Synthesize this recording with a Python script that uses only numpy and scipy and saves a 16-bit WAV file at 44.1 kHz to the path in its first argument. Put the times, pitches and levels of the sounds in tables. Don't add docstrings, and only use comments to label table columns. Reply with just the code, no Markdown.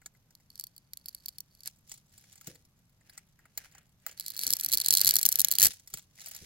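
import sys
import numpy as np
from scipy import signal
from scipy.fft import rfft, irfft, next_fast_len
from scipy.io import wavfile
from scipy.ndimage import uniform_filter1d

SR = 44100
rng = np.random.default_rng(int(sys.argv[2]) if len(sys.argv) > 2 else 0)


def bounce(signal):
    frames = np.transpose(np.atleast_2d(signal))
    limited = np.clip(frames, -1, 1)
    pcm = np.round(limited * 32767).astype(np.int16)
    wavfile.write(sys.argv[1], SR, pcm)


N = 284445


def gain_of(db):
    return 10 ** (np.asarray(db) / 20)


def evened(x):
    return x / np.sqrt(np.mean(x ** 2) + 1e-20)


def read_spectrum(points, hz):
    point_hz, value = np.transpose(points)
    return np.interp(np.log(hz + 1), np.log(point_hz + 1), value)


def follow(rows, column=1):
    rows = np.array(rows)
    return np.interp(np.arange(N) / SR, rows[:, 0], rows[:, column], left=rows[0, column])


def hiss(spectrum, likeness, size=1024):
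    hz = np.fft.rfftfreq(size, 1 / SR)
    a, b, c, d = rng.standard_normal((4 * N // size + 5, len(hz), 4)).T
    likeness = np.clip(read_spectrum(likeness, hz), -1, 1)[:, None]
    left = a + 1j * b
    right = likeness * left + np.sqrt(1 - likeness ** 2) * (c + 1j * d)
    coloured = np.array([left, right]) * gain_of(read_spectrum(spectrum, hz))[:, None]
    noise = signal.istft(coloured, nperseg=size, noverlap=3 * size // 4)[1]
    return evened(noise[:, :N])


def rings(modes, events, blow_s, spread, size=512, after=0., pitch=1):
    t = np.arange(size) / SR
    chance = rng.standard_normal((events, 2 * len(modes) + size))
    u = t / np.reshape(blow_s, (-1, 1))
    envelope = np.minimum(u * 4.0, 1) * (np.exp(-u) + after * np.exp(-u / 10))
    blow = chance[:, -size:] * envelope
    body = 0
    for k, (hz, width, db) in enumerate(modes):
        level = gain_of(db + 2.8 * chance[:, [2 * k]])
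        shifted_hz = hz * (pitch + spread * chance[:, [2 * k + 1]])
        swell_and_die = width ** 2 * t * np.exp(-1.5 * np.pi * width * t)
        body = body + level * swell_and_die * np.sin(2 * np.pi * shifted_hz * t)
    out = signal.fftconvolve(blow, body, axes=1)[:, :size]
    return out / np.linalg.norm(out, axis=1, keepdims=True)


def place(s, sounds, rise_s=None):
    out = np.zeros(N + sounds.shape[1])
    lead = abs(sounds).argmax(1) if rise_s is None else round(rise_s * SR)
    start = np.maximum(np.round(s * SR).astype(int) - lead, 0)
    np.add.at(out, start[:, None] + np.arange(sounds.shape[1]), sounds)
    return out[:N]


LAG_S = .000257


def spaced(x):
    size = next_fast_len(N)
    delay = np.exp(-2j * np.pi * np.fft.rfftfreq(size, 1 / SR) * LAG_S)
    return np.array([irfft(rfft(x, size) * delay, size)[:N], x])


def echoes(x, near_db, near_t60, far_db, far_t60):
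    t = np.arange(SR // 4) / SR
    taps = rng.standard_normal((2, len(t))) * (t > .0004)
    near = gain_of(near_db - 60 * t / near_t60)
    far = gain_of(far_db - 60 * t / far_t60)
    return x + signal.oaconvolve(x, taps * (near + far), axes=1)[:, :N]


# (per Hz, relative)
ROOM_COLOUR = [(12, -16), (20, -5.5), (151, 0.5), (351, -18.5), (2510, -26.5), (8410, -35), (9950, -54),
               (11500, -24), (15200, -36.5), (16500, -70)]
# pitch_hz, likeness (-1 to 1)
ROOM_LIKENESS = [(60, 0.93), (240, 0.89), (950, 0.56), (3770, -0.4), (15000, -0.072)]
ROOM_DB = -68


def room():
    return gain_of(ROOM_DB) * hiss(ROOM_COLOUR, ROOM_LIKENESS, size=2048)


# start_s, end_s
CUTS = [(.5, 1.69), (4.17, 5.69)]


def in_cut():
    t = np.arange(N) / SR
    return sum((t > a) & (t < b) for a, b in CUTS)


# time_s, level_db (before each sound's own offset)
PRESSURE = [
    [(.5, -79), (.6, -64), (.7, -79), (.88, -87), (1.1, -65), (1.5, -77), (1.64, -66.5), (1.67, -39),
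     (1.69, -59)],
    [(4.17, -53), (4.3, -53), (4.45, -39), (4.58, -45.5), (4.95, -41.5), (5.09, -31.5), (5.18, -43.5),
     (5.58, -43), (5.62, -26.5), (5.66, -19.5), (5.69, -44)],
]


def pressure():
    t = np.arange(N) / SR
    return sum(gain_of(follow(rows)) * (t > a) * (t < b) for rows, (a, b) in zip(PRESSURE, CUTS))


# time_s, level_db (before smoothing)
JOLTS = [(4.478, -47), (4.522, -53), (4.674, -58), (4.751, -51), (4.93, -54.5), (5.078, -54), (5.166, -55),
         (5.261, -55.5), (5.408, -52.5), (5.644, -73), (5.692, -51), (5.945, -52.5), (6.43, -50)]
# (per Hz, relative)
PUSH_COLOUR = [(15, -61), (25, 17.5), (54, -4.5), (162, 7.5), (198, -2.5), (375, -7), (500, -8), (650, -38),
               (1100, -120)]
JOLT_S, PUSH_DB = 0.012, -23


def thuds():
    t = np.arange(N) / SR
    jolts = sum(gain_of(db) * np.exp(-((t - s) / JOLT_S) ** 2) for s, db in JOLTS)
    level = gain_of(PUSH_DB) * pressure() + jolts
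    return uniform_filter1d(level, 400) * hiss(PUSH_COLOUR, [(100, 0.8), (600, 0.82)])


# start_s, hold_s, level_db, dull_db (relative to level_db)
STROKES = [(1.674, 0.0087, -64, -27), (1.917, 0.022, -56.5, -34), (2.142, 0.23, -66.5, -10),
           (2.477, 0.02, -53, -8), (3.072, 0.13, -73.5, 2.5), (3.407, 0.054, -91, 17),
           (3.6, 0.061, -61, -1.5), (3.763, 0.01, -75, 14), (4.082, 0.013, -58.5, 1.5),
           (5.705, 0.01, -45, -17), (5.949, 0.01, -51, -19), (6.201, 0.34, -53, -11.5)]
RUB_RISE_DB_PER_S, RUB_FADE_DB_PER_S = 364, 256
REST_DB, REST_DULL_DB = -79, -30


def strokes():
    start, hold, db, dull_db = np.transpose(STROKES)[:, :, None]
    t = np.arange(0, N + 64, 64) / SR
    rise_db = RUB_RISE_DB_PER_S * np.maximum(start - t, 0)
    fade_db = RUB_FADE_DB_PER_S * np.maximum(t - start - hold, 0)
    db = db - rise_db - fade_db
    bright = gain_of(REST_DB) + gain_of(db).sum(0)
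    dull = gain_of(REST_DB + REST_DULL_DB) + gain_of(db + dull_db).sum(0)
    every = np.arange(N) / SR
    return np.interp(every, t, bright), np.interp(every, t, dull)


# (per Hz, relative)
BRIGHT_RUB = [(1180, -56), (2000, -11.5), (6190, -1.5), (7860, -9.5), (10300, -6), (14500, -15),
              (16500, -13)]
# (per Hz, relative)
DULL_RUB = [(210, -40), (350, -15), (639, -1.5), (1100, -13), (1640, 3.5), (3000, -1.5), (3900, -31),
            (6600, -120)]
CUT_BRIGHT_DB, CUT_DULL_DB = -8.0, -14.5


def rustling():
    slips_per_s, size_db, smooth = 300, 4.0, 1.1
    sizes = gain_of(size_db * np.minimum(rng.exponential(1, N), 4))
    slips = sizes * (rng.random(N) < slips_per_s / SR)
    grain = smooth + evened(signal.lfilter([1], [1, -.985], slips))
    bright = hiss(BRIGHT_RUB, [(1000, 0.31)], size=256)
    bright[0] = spaced(bright[0])[0]
    dull = hiss(DULL_RUB, [(400, 0.99), (2000, 0.24)], size=512)
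    (hands, hands_dull), blade = strokes(), pressure()
    bright_gain = hands + gain_of(CUT_BRIGHT_DB) * blade
    dull_gain = hands_dull + gain_of(CUT_DULL_DB) * blade
    return evened(grain) * (bright_gain * bright + dull_gain * dull)


# time_s, energy_db
LANDING = (2.478, -17)
# pitch_hz, width_hz, level_db (relative)
PALM = [(178.4, 66, 0), (285, 81, 0.5), (498, 60, -4)]


def landing():
    s, db = LANDING
    blow_s, after = .004, .4
    thump = rings(PALM, 1, blow_s, 0.018, size=8192, after=after)
    return place(np.array([s]), gain_of(db) * thump, blow_s)


def crumbs(per_s=20):
    at = np.flatnonzero((rng.random(N) < per_s / SR) * (1 - in_cut()))
    db = 20 * np.log10(strokes()[0][at]) + 27 + 3.1 * rng.standard_normal(len(at))
    return np.transpose([at / SR, db, np.full(len(at), -22.)])


# time_s, energy_db (before offsets), dull_db (relative to energy_db)
TAPS = [(.017, -40, -4), (.0602, -18, -18.5), (.149, -48.5, -2), (.307, -38.5, -16.5), (.4, -46.5, -9),
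        (1.8952, -26.5, -48), (1.917, -17, -22.5), (1.9404, -25.5, -25), (1.9764, -35, -39),
        (2.15, -44, -16), (2.179, -28, -26), (2.2383, -43, -6), (2.3271, -30, -43), (2.3564, -31, -20),
        (2.4117, -27, -14.5), (2.4712, -15.5, -25), (2.5547, -32, -17), (2.651, -40, -35),
        (3.01, -46.5, -5), (3.0964, -28.5, -13), (3.1771, -20, -16), (3.391, -42.5, -1.5),
        (3.4547, -40.5, 0.5), (3.5755, -8, -22.5), (3.6564, -38.5, -3), (3.714, -41, -28),
        (3.7495, -31, -8.5), (3.7818, -31, -15), (4.0645, -8.5, -14), (4.0828, -29, -15), (4.113, -26, -33),
        (5.875, -23.5, -26), (5.9181, -54, -23), (5.9392, -9.5, -25.5), (6.187, -43.5, 4),
        (6.2055, -26, -48.5), (6.244, -36, -25), (6.2605, -17.5, -51), (6.2845, -19, -41),
        (6.313, -17.5, -54), (6.3628, -20, -33)]
# pitch_hz, width_hz, level_db (relative)
GRIT = [(3120, 1100, -10.5), (4985, 1200, -3), (7140, 2300, 2), (11635, 1300, -1), (14800, 1800, -0.5)]
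# pitch_hz, width_hz, level_db (relative)
KNOCK = [(750, 260, -5), (1500, 240, 0), (2050, 220, 0)]
TAP_T60_S = 0.0348


def tapping():
    s, db, dull_db = np.vstack([TAPS, crumbs()]).T
    fall_s = TAP_T60_S / np.log(1000)
    grit = rings(GRIT, len(s), fall_s, 0.1, size=4096) * gain_of(db + 2.1)[:, None]
    knock = rings(KNOCK, len(s), fall_s, 0.06, size=4096) * gain_of(db + dull_db + 6.5)[:, None]
    balance = gain_of([[1.5], [-1.5]])
    return spaced(place(s, grit, fall_s / 4)) + place(s, knock, fall_s / 4) * balance


def fine_cracks(per_s=140):
    at = np.flatnonzero((rng.random(N) < per_s / SR) * in_cut())
    db = 20 * np.log10(pressure()[at]) + 25 + 3.2 * rng.standard_normal(len(at))
    return np.transpose([at / SR, db])


# pitch_hz, width_hz, level_db (relative)
EDGE = [(11273, 540, 4), (12180, 680, 7), (13800, 1400, -45), (15370, 670, 0)]
# pitch_hz, width_hz, level_db (relative)
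SOAP = [(2130, 650, -12), (6145, 350, 15), (6645, 3400, 12.5), (7590, 460, -4.5), (8620, 2200, 12.5)]


def snap(db):
    soap_wander_db = 2.5
    edge = rings(EDGE, len(db), .0001, 0.023, after=0.17) * gain_of(db - 5.0)[:, None]
    soap_db = db - 8.5 + soap_wander_db * rng.standard_normal(len(db))
    return edge + rings(SOAP, len(db), 0.00022, .04, after=0.45) * gain_of(soap_db)[:, None]


# time_s, energy_db (before offsets)
SNAPS = [(.3517, -28), (.5028, -28.5), (.5561, -24.5), (.5779, -30), (.597, -6.5), (.6101, -18),
         (.6396, -10.5), (.669, -20), (.7639, -23.5), (.78, -24.5), (.9344, -13.5), (.9722, -15),
         (1.059, -13), (1.0847, -13), (1.091, -18.5), (1.1481, -12), (1.2599, -8), (1.2837, -10.5),
         (1.2892, -13), (1.384, -14.5), (1.405, -12), (1.5504, -32), (1.6061, -25), (1.6342, -23),
         (1.6592, -13), (1.6752, -6.5), (4.1756, -28), (4.188, -30), (4.1981, -5), (4.2083, -11.5),
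         (4.2628, -10.5), (4.2821, -6.5), (4.3033, -7), (4.3476, -23), (4.3658, -10), (4.3765, -10),
         (4.392, -3.5), (4.4002, -16), (4.4134, -7), (4.427, -30), (4.435, -1.5), (4.4458, -11),
         (4.4674, 3), (4.477, -3.5), (4.4912, -14), (4.505, 4.5), (4.5155, -9), (4.5268, 1.5),
         (4.5356, 6.5), (4.5677, -4.5), (4.5879, -19), (4.598, -6), (4.6104, -1.5), (4.6359, -5),
         (4.6469, 1.5), (4.6613, -0.5), (4.6877, -4.5), (4.7186, -3.5), (4.7271, 4), (4.7356, 6),
         (4.7406, 5.5), (4.7465, 1.5), (4.7528, -5.5), (4.7732, 5.5), (4.7828, -4.5), (4.8011, 1.5),
         (4.814, -2), (4.8182, -4), (4.847, -5.5), (4.8611, 4), (4.8852, 7), (4.9068, 9.5), (4.914, -3.5),
         (4.9258, 5), (4.9327, 2), (4.9382, 9.5), (4.9512, 7), (4.968, -13), (4.972, 6.5), (4.9751, 0),
         (4.9832, 0.5), (4.9946, -2), (5.0059, -1), (5.0146, 10), (5.0371, -8.5), (5.0472, 7.5), (5.058, 2),
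         (5.069, 8), (5.0745, 7), (5.0789, 8.5), (5.0908, 7), (5.109, 8), (5.1395, 4.5), (5.1564, 9.5),
         (5.1661, 8), (5.1867, 1), (5.1918, -0.5), (5.2136, -1.5), (5.2301, 4.5), (5.2537, 8),
         (5.2594, 3.5), (5.263, 12), (5.2894, 7.5), (5.319, -1), (5.3256, 5.5), (5.357, 6), (5.375, -17.5),
         (5.3884, 2.5), (5.3955, 9), (5.404, 8.5), (5.4165, 6.5), (5.4473, 9.5), (5.4847, 0.5),
         (5.5074, -14), (5.5146, 7.5), (5.5229, 5.5), (5.5371, -6), (5.5537, -2), (5.5854, 8.5),
         (5.599, 4.5), (5.6074, 5), (5.6181, 9), (5.6282, 13), (5.6341, 8), (5.6481, 10.5), (5.6562, 10),
         (5.666, -6), (5.6733, -13)]
# pitch_hz, width_hz, level_db (relative)
BLADE = [(4290, 240, 0), (4580, 480, -7)]
# time_s, ring_db (relative to a 0 dB snap)
RING = [(.5, -11.5), (.95, -12), (1.4, -13.5), (4.2, -11), (4.5, -12), (4.62, -18), (4.75, -9.5),
        (5.1, -8.5), (5.18, -15.5), (5.42, -18.5), (5.6, -9.5), (5.66, -21.5)]
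RING_LAG, RING_WANDER_DB = 0.21, 2


def cutting():
    s, db = np.vstack([SNAPS, fine_cracks()]).T
    ring_db = np.interp(s, *np.transpose(RING)) - RING_LAG * db + RING_WANDER_DB * rng.standard_normal(len(s))
    wander, late_s, aside_db, low_hz = .014, .0007, -9, 1500
    pitch = np.where(s < CUTS[0][1], 1.04, 1)[:, None]
    blade = rings(BLADE, len(s), .00012, wander, after=0.091, pitch=pitch) * gain_of(db + ring_db)[:, None]
    air = spaced(place(s, snap(db)))
    air[0] += place(s + LAG_S, snap(db + aside_db))
    balance = gain_of([[-2.5], [2.5]])
    both = air + place(s + late_s, blade) * balance
    highpass = signal.butter(2, low_hz, "high", fs=SR, output="sos")
    return signal.sosfilt(highpass, both)


def scene():
    near_db, near_t60, far_db, far_t60 = -23, .01, -52, .12
    near = echoes(cutting() + tapping(), near_db, near_t60, far_db, far_t60)
    return near + landing() + rustling() + thuds() + room()


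EDGE_HZ = 16250


def record(dry):
    top, taps, beta = .97, 161, 9
    soft = top * dry / (1 + (abs(dry) / top) ** 4) ** .25
    lowpass = signal.firwin(taps, EDGE_HZ, window=("kaiser", beta), fs=SR)
    return signal.oaconvolve(soft, lowpass[None], "same")


dry = scene()
out = record(dry)
bounce(out)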